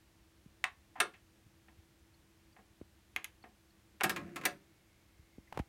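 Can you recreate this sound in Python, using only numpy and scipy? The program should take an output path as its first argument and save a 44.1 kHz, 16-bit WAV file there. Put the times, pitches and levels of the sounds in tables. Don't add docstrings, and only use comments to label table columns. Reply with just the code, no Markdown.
import sys
import numpy as np
from scipy import signal
from scipy.fft import rfft, irfft, next_fast_len
from scipy.io import wavfile
from scipy.ndimage import uniform_filter1d

SR = 44100
rng = np.random.default_rng(int(sys.argv[2]) if len(sys.argv) > 2 else 0)


def materialize(psi):
    bounded = np.clip(np.atleast_2d(psi).T, -1, 1)
    quanta = np.round(bounded * 32767).astype(np.int16)
    wavfile.write(sys.argv[1], SR, quanta)


N = 250703
BLOW_SIZE = 16384
TIME = np.arange(N) / SR
AGE = TIME[:BLOW_SIZE]

# start in seconds, part, relative level in dB, treble in dB,
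# seating level in dB against the strike.
TRANSPORT_CLACKS = [(1.0014, "latch", 8, -2.5, -8), (4.034, "solenoid", 0.5, 11, 7),
                    (4.0939, "solenoid", 0.5, 4.5, -5.5), (4.161, "lever", -4.5, -2, -3),
                    (4.3586, "lever", -11, 6.5, 3), (4.411, "lever", -16, -3.5, -23),
                    (4.435, "lever", -12.5, -6, -7), (4.4525, "head carriage", 4, 6, -5)]


def from_db(db):
    return 10 ** (np.asarray(db) / 20)


def rms_one(x):
    return x / np.sqrt(np.mean(x ** 2) + 1e-20)


def energy_one(x):
    return x / np.sqrt(np.sum(x ** 2) + 1e-20)


def at_hz(points, hz):
    points = np.array(points)
    return np.interp(np.log(np.maximum(hz, 1)), np.log(points[:, 0]), points[:, 1])


def add(out, start_s, sound):
    start = int(round(start_s * SR))
    out[start:start + len(sound)] += sound[:N - start]


def causal(x, gain):
    cepstrum = irfft(np.log(gain + 1e-9))
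    size = len(cepstrum)
    cepstrum[1:size // 2] *= 2
    cepstrum[size // 2 + 1:] = 0
    response = np.exp(rfft(cepstrum))
    return irfft(rfft(x, size) * response)[:len(x)]


def coloured(x, *spectra):
    hz = np.fft.rfftfreq(2 * next_fast_len(len(x) // 2 + 1), 1 / SR)
    total_db = sum(at_hz(points, hz) for points in spectra)
    return causal(x, from_db(total_db))


def resonate(x, hz, width_hz):
    r = np.exp(-np.pi * width_hz / SR)
    numerator = np.array([1, 0, -1]) * (1 - r * r) / 2
    denominator = [1, -2 * r * np.cos(2 * np.pi * hz / SR), r * r]
    return signal.lfilter(numerator, denominator, x)


def key_blows(bass_db=-3, middle_db=-4, thinning=2.3, room_db=-6.0,
              stop_bass_db=2, stop_middle_db=6, stop_treble_db=-9, stop_room_db=-12):
    # start in seconds, part, relative level in dB, brightness in dB, stop in dB against the snap.
    buttons = [(0.6407, "record key", 6, 0, -14), (3.1619, "small key", -3, -4.5, -15.5),
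               (3.2435, "small key", -15.5, 12.5, -6.5), (4.0086, "play key", -1.5, 0.5, -2.5)]
    snap_ms, stop_ms, travel_ms = 1.69, 3.8, 5.0
    rows = []
    for start_s, part, level_db, bright_db, stop_db in buttons:
        snap_bass_db = bass_db - thinning * bright_db
        rows.append((start_s, part, snap_ms, level_db, snap_bass_db, middle_db, bright_db, room_db))
        rows.append((start_s + travel_ms / 1000, part, stop_ms, level_db + stop_db,
                     stop_bass_db, stop_middle_db, stop_treble_db, stop_room_db))
    return rows


def panel_blows(treble_db=-6, treble_share=0.64, room_db=-5):
    # start in seconds, contact time in ms, relative level in dB, dullness in dB, bass in dB.
    knocks = [(.9545, 14, -20, 18.5, -1), (.975, 15, -21, 3, 21.5), (1.136, 11, -20.5, -6.5, 2),
              (1.682, 5.9, -27.5, 4.5, 18), (2.564, 3.9, -28, 9.5, 13), (2.585, 7.6, -34, 14.5, 26),
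              (3.4385, 5.5, -21.5, 8.5, 20), (4.003, 2.6, -15, -1, 3)]
    rows = []
    for start_s, contact_ms, level_db, dull_db, bass_db in knocks:
        knock_treble_db = treble_db - treble_share * dull_db
        rows.append((start_s, "front panel", contact_ms, level_db, bass_db, dull_db, knock_treble_db, room_db))
    return rows


def transport_blows(bass_db=3, middle_db=3.0, thinning=0.95, room_db=-5.5, seat_ms=5.17,
                    seat_bass_db=6, seat_middle_db=4, seat_treble_db=-14, seat_room_db=-6):
    strike_ms, halving_db, seating_ms = 6.36, 39, 6.5
    rows = []
    for start_s, part, level_db, treble_db, seat_db in TRANSPORT_CLACKS:
        contact_ms = strike_ms * .5 ** (level_db / halving_db)
        strike_bass_db = bass_db - thinning * level_db
        rows.append((start_s, part, contact_ms, level_db, strike_bass_db, middle_db, treble_db, room_db))
        rows.append((start_s + seating_ms / 1000, part, seat_ms, level_db + seat_db,
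                     seat_bass_db, seat_middle_db, seat_treble_db, seat_room_db))
    return rows


def chatter(contact_ms, rise_share, evenness=0.73):
    age = AGE / (contact_ms / 1000)
    envelope = (1 - np.exp(-age / rise_share)) * np.exp(-np.minimum(age, 40))
    burst = rng.standard_normal(BLOW_SIZE) * envelope
    power = uniform_filter1d(np.abs(rfft(energy_one(burst))) ** 2, size=15)
    return energy_one(causal(burst, (power + 1e-4) ** (-evenness / 2)))


def part_gain(modes, mount_width_hz, loss):
    hz, power = np.fft.rfftfreq(BLOW_SIZE, 1 / SR), 1
    for centre_hz, db in modes:
        width_hz = mount_width_hz + loss * centre_hz * (1 + centre_hz / 8000)
        power = power + from_db(db) ** 2 / (1 + (2 * (hz - centre_hz) / width_hz) ** 2)
    return np.sqrt(power)


def room_response(build_s=0.0021):
    # frequency in Hz, t60 in seconds, relative level in dB.
    room = np.array([(100, 0.41, 10.5), (298, 0.2, 3.5), (700, 0.2, 12.5), (2160, 0.19, -5.5),
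                     (4960, 0.16, 4), (8900, 0.13, -4.5), (14000, 0.33, -23)])
    t60_s, level_db = room[:, :2], room[:, ::2]
    out, edges_hz = 0, np.geomspace(60, 18000, 10)
    for low_hz, high_hz in zip(edges_hz, edges_hz[1:]):
        hz = np.sqrt(low_hz * high_hz)
        band_filter = signal.butter(2, [low_hz, high_hz], "band", fs=SR, output="sos")
        band = signal.sosfilt(band_filter, rng.standard_normal(BLOW_SIZE))
        decay = np.exp(-np.log(1000) * AGE / at_hz(t60_s, hz))
        out = out + from_db(at_hz(level_db, hz)) * band * decay
    return energy_one(out * (1 - np.exp(-(AGE / build_s) ** 2)))


def blows(table, colour, mount_width_hz, loss, case_db, wet_db, rise_share):
    part_modes = {"record key": [(732, -12), (1110, 10), (1470, 3.5), (1840, 4), (2020, 8.5), (2330, 2),
                  (2600, 1.5), (3150, -13), (3700, 3), (5400, 0), (7020, 5.5), (8780, 10)],
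                  "small key": [(431, 13), (1200, 5), (1700, 10), (2100, 16), (2220, 1), (2500, 14),
                  (2730, 10), (3100, 10), (3380, 8.5), (3900, 6), (6550, 16.5), (9900, 17), (11000, 21),
                  (12900, 20.5)], "play key": [(440, 25), (554, 15.5), (745, 20), (1050, 15), (1450, 16),
                  (2140, 13), (2750, 7), (3700, -4), (5700, 8), (8900, 10), (13500, 2)],
                  "front panel": [(210, 17), (460, 10.5), (735, 11.5), (1070, -2), (1660, 1), (1850, 6.5),
                  (2080, 0.5), (2520, -6), (3200, 1)], "latch": [(368, 18), (425, 10), (745, 9),
                  (1130, -0.5), (1400, 9.5), (1640, -25), (2130, 8), (2650, 9.5), (3020, 6), (3670, 9.5),
                  (4250, 3), (5900, 8.5), (8700, 16), (9740, 13)], "solenoid": [(372, 14.5), (435, -5),
                  (750, 6), (1060, 0), (1260, -3), (1620, 10), (1820, 5), (2300, 7), (2700, -4),
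                  (5100, 4.5), (7900, 0), (10700, -1), (12400, 6.5)], "lever": [(1070, 14.5), (1290, 11.5),
                  (1690, -5), (2050, 10.5), (2420, 10), (2680, -17), (3500, -10), (4750, -9), (6700, 4.5)],
                  "head carriage": [(310, 22.5), (565, 16), (720, 10), (1020, -8), (1400, 3), (1760, 9.5),
                  (2000, 11.5), (2330, 10), (2750, 5.5), (3700, -2), (4764, 5), (5870, 9.5), (8980, 8),
                  (10500, -5), (13300, 10)]}
    # frequency in Hz, relative level in dB, t60 in seconds.
    case_modes = [(305, -5, 0.46), (327, 6.5, 0.37), (395, 6.5, 0.39), (570, 5.5, 0.25), (713, 8.5, 0.22),
                  (752.5, 8, 0.098), (880, 2.5, 0.11), (1018, 1.5, 0.082), (1234, 2, 0.13),
                  (1360, 1, 0.076), (1650, 6.5, 0.14), (1780, -8, 0.39), (1812, 2.5, 0.094),
                  (2194, 2.5, 0.15), (2447, -7, 0.042), (2620, 5.5, 0.13), (2660, -10, .15),
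                  (3600, -8, 0.047)]
    out = np.zeros(N)
    for start_s, part, contact_ms, level_db, bass_db, middle_db, treble_db, room_db in table:
        tone = [(300, bass_db), (850, middle_db), (2200, 0), (9000, treble_db)]  # Hz, dB
        knock = coloured(chatter(contact_ms, rise_share), colour, tone)
        direct = causal(knock, part_gain(part_modes[part], mount_width_hz, loss))
        case = sum(from_db(db) * resonate(knock, hz, np.log(1000) / np.pi / t60_s)
                   for hz, db, t60_s in case_modes)
        room = signal.fftconvolve(direct, room_response())[:BLOW_SIZE]
        blow = direct + from_db(case_db) * case + from_db(wet_db + room_db) * room
        add(out, start_s, from_db(level_db) * blow)
    return out


def cam_effort():
    # start in seconds, surge in dB, easing time in seconds.
    loads = [(4.024, 28.5, 0.097), (4.175, 13.5, 0.15)]
    on_s, off_s, free_running_db, attack_s, run_down_db_per_s = 4.02, 4.55, -59, 0.017, 170

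    def since(start_s):
        return np.maximum(TIME - start_s, 0)

    def taken_up(start_s):
        return 1 - np.exp(-(since(start_s) / attack_s) ** 2)

    surge_db = sum(db * taken_up(start_s) * np.exp(-since(start_s) / easing_s)
                   for start_s, db, easing_s in loads)
    return taken_up(on_s) * from_db(free_running_db + surge_db - run_down_db_per_s * since(off_s))


def cam_motor(rattles_per_s=2200):
    # frequency in Hz, width in Hz, relative level in dB.
    gear_resonances = [(95, 26, -5.5), (149.6, 15, 3.5), (187.7, 20, 6), (287, 18, 3), (343.4, 5.8, 7.5),
                       (450, 64, -13), (570, 30, -10.5), (702, 17, -6), (1530, 870, -20.5),
                       (2630, 990, -29.5)]
    teeth = (rng.random(N) < rattles_per_s / SR) * rng.standard_normal(N) + 1e-18
    chassis = np.zeros(N)
    for k, (hz, width_hz, db) in enumerate(gear_resonances):
        chassis += (-1) ** k * from_db(db) * resonate(teeth, hz, width_hz)
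    return cam_effort() * rms_one(chassis)


def thump(hz, damping=0.71, softness=3.0):
    skin = signal.butter(4, softness * hz, fs=SR, output="sos")
    push = signal.sosfilt(skin, signal.unit_impulse(BLOW_SIZE) + 1e-18)
    return resonate(resonate(push, hz, damping * hz), hz, 2 * damping * hz)


def creak(contact_ms):
    # frequency in Hz, level in dB.
    creak_colour = [(100, 0.5), (450, -6), (800, 7), (1200, -1), (2500, -6.5), (4500, -18), (8000, -23.5),
                    (15500, -30)]
    return coloured(chatter(contact_ms, rise_share=0.63), creak_colour)


def bumps(creak_ms=2.5, lowest_hz=42, rumble_hz=110, rumble_db=8):
    # start in seconds, relative level in dB, thump in Hz.
    knocks = [(.460, -3.5, 145), (1.462, -2.5, 78), (1.785, -4, 76), (2.813, 0.5, 263), (5.193, -2.5, 65.4),
              (5.382, -1, 211), (5.525, -12, 768), (5.574, 5.5, 415), (5.596, 12, 202)]
    # start in seconds, length in ms, relative level in dB.
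    slips = [(5.538, 28, -15.5), (5.590, 5.1, -6.5)]
    firm_hz, firm_creak_db, creak_db_per_octave, creak_db_per_db = 430, -13.5, 26.5, 0.68
    sway_share, sway_db, sway_db_per_db = .28, 0, 1.65
    out = np.zeros(N)
    for start_s, level_db, hz in knocks:
        creak_db = firm_creak_db + creak_db_per_octave * np.log2(hz / firm_hz) + creak_db_per_db * level_db
        sway_hz = sway_share * hz
        picked_up = 1 / (1 + (lowest_hz / sway_hz) ** 6)
        sway = from_db(sway_db + sway_db_per_db * level_db) * picked_up * thump(sway_hz)
        contact = thump(hz) + from_db(creak_db) * creak(creak_ms)
        add(out, start_s, from_db(level_db) * contact + sway)
    for start_s, length_ms, level_db in slips:
        rub = creak(length_ms)
        rumble = from_db(rumble_db) * resonate(rub, rumble_hz, rumble_hz)
        add(out, start_s, from_db(level_db) * (rub + rumble))
    return out


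def squeaks(width_hz=220, length_s=0.0066):
    # centre in seconds, level in dB, pitch in Hz.
    chirps = [(2.147, -71, 4350), (2.53, -72, 4720), (3.43, -69, 4370), (3.705, -74, 4400),
              (5.48, -66, 2000)]
    noise, out = rng.standard_normal(N), 0
    for centre_s, db, hz in chirps:
        window = np.exp(-((TIME - centre_s) / length_s) ** 2)
        narrow = resonate(resonate(noise, hz, width_hz), hz, width_hz)
        out = out + from_db(db) * window * rms_one(narrow)
    return out


def running_tape(hz=2160, width_hz=130, level_db=-81):
    heads_in = TIME > TRANSPORT_CLACKS[-1][0]
    return from_db(level_db) * heads_in * rms_one(resonate(rng.standard_normal(N), hz, width_hz))


def background(waver=0.35, waver_width_hz=9, air_db=-67.5):
    # frequency in Hz, rms of the steady line in dB.
    hum = [(70, -79), (100, -81.5), (199.5, -81.5), (329, -76.5)]
    # frequency in Hz, relative level in dB.
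    room_tone = [(15, -30), (25, -16), (64, -1), (166, -11.5), (270, -15.5), (301, -13.5), (326, -9.5),
                 (394, -19), (439, -18.5), (754, -21.5), (936, -22), (1230, -23.5), (1840, -22.5),
                 (13200, -34), (16000, -37.5)]
    out = from_db(air_db) * rms_one(coloured(rng.standard_normal(N), room_tone))
    for hz, db in hum:
        line = np.sqrt(2) * np.sin(2 * np.pi * (hz * TIME + rng.random()))
        wavering = waver * rms_one(resonate(rng.standard_normal(N), hz, waver_width_hz))
        out += from_db(db) * (line + wavering)
    return out


def scene():
    # frequency in Hz, level in dB.
    key_colour = [(80, -30.5), (300, -17.5), (560, -18.5), (760, -7), (1400, -4.5), (2100, 1), (3000, -3.5),
                  (4500, -14), (7000, -20.5), (9500, -24.5), (12000, -27.5), (15500, -29.5)]
    transport_colour = [(80, -31), (200, -10.5), (380, -6.5), (480, -7.5), (750, -9.5), (1200, -1.5),
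                        (1700, 1.5), (2600, -0.5), (3800, -3.5), (5500, -9), (9300, -11), (11500, -11.5),
                        (15500, -17)]
    # mode width from the mounting in Hz, loss factor.
    plastic_damping = (24, 0.031)
    metal_damping = (5.2, 0.021)
    keys = from_db(-2.0) * blows(key_blows() + panel_blows(), key_colour, *plastic_damping,
                                 case_db=4, wet_db=-3.5, rise_share=0.53)
    transport = from_db(-4.0) * blows(transport_blows(), transport_colour, *metal_damping,
                                      case_db=5.5, wet_db=-2.5, rise_share=0.43)
    mix = keys + transport + cam_motor() + bumps() + squeaks() + running_tape() + background()
    return mix[None]


def record(dry):
    cutoff_hz, ripple_db, stop_db = 16000, .2, 70
    return signal.sosfilt(signal.ellip(10, ripple_db, stop_db, cutoff_hz, fs=SR, output="sos"), dry)


dry = scene()
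out = record(dry)
materialize(out)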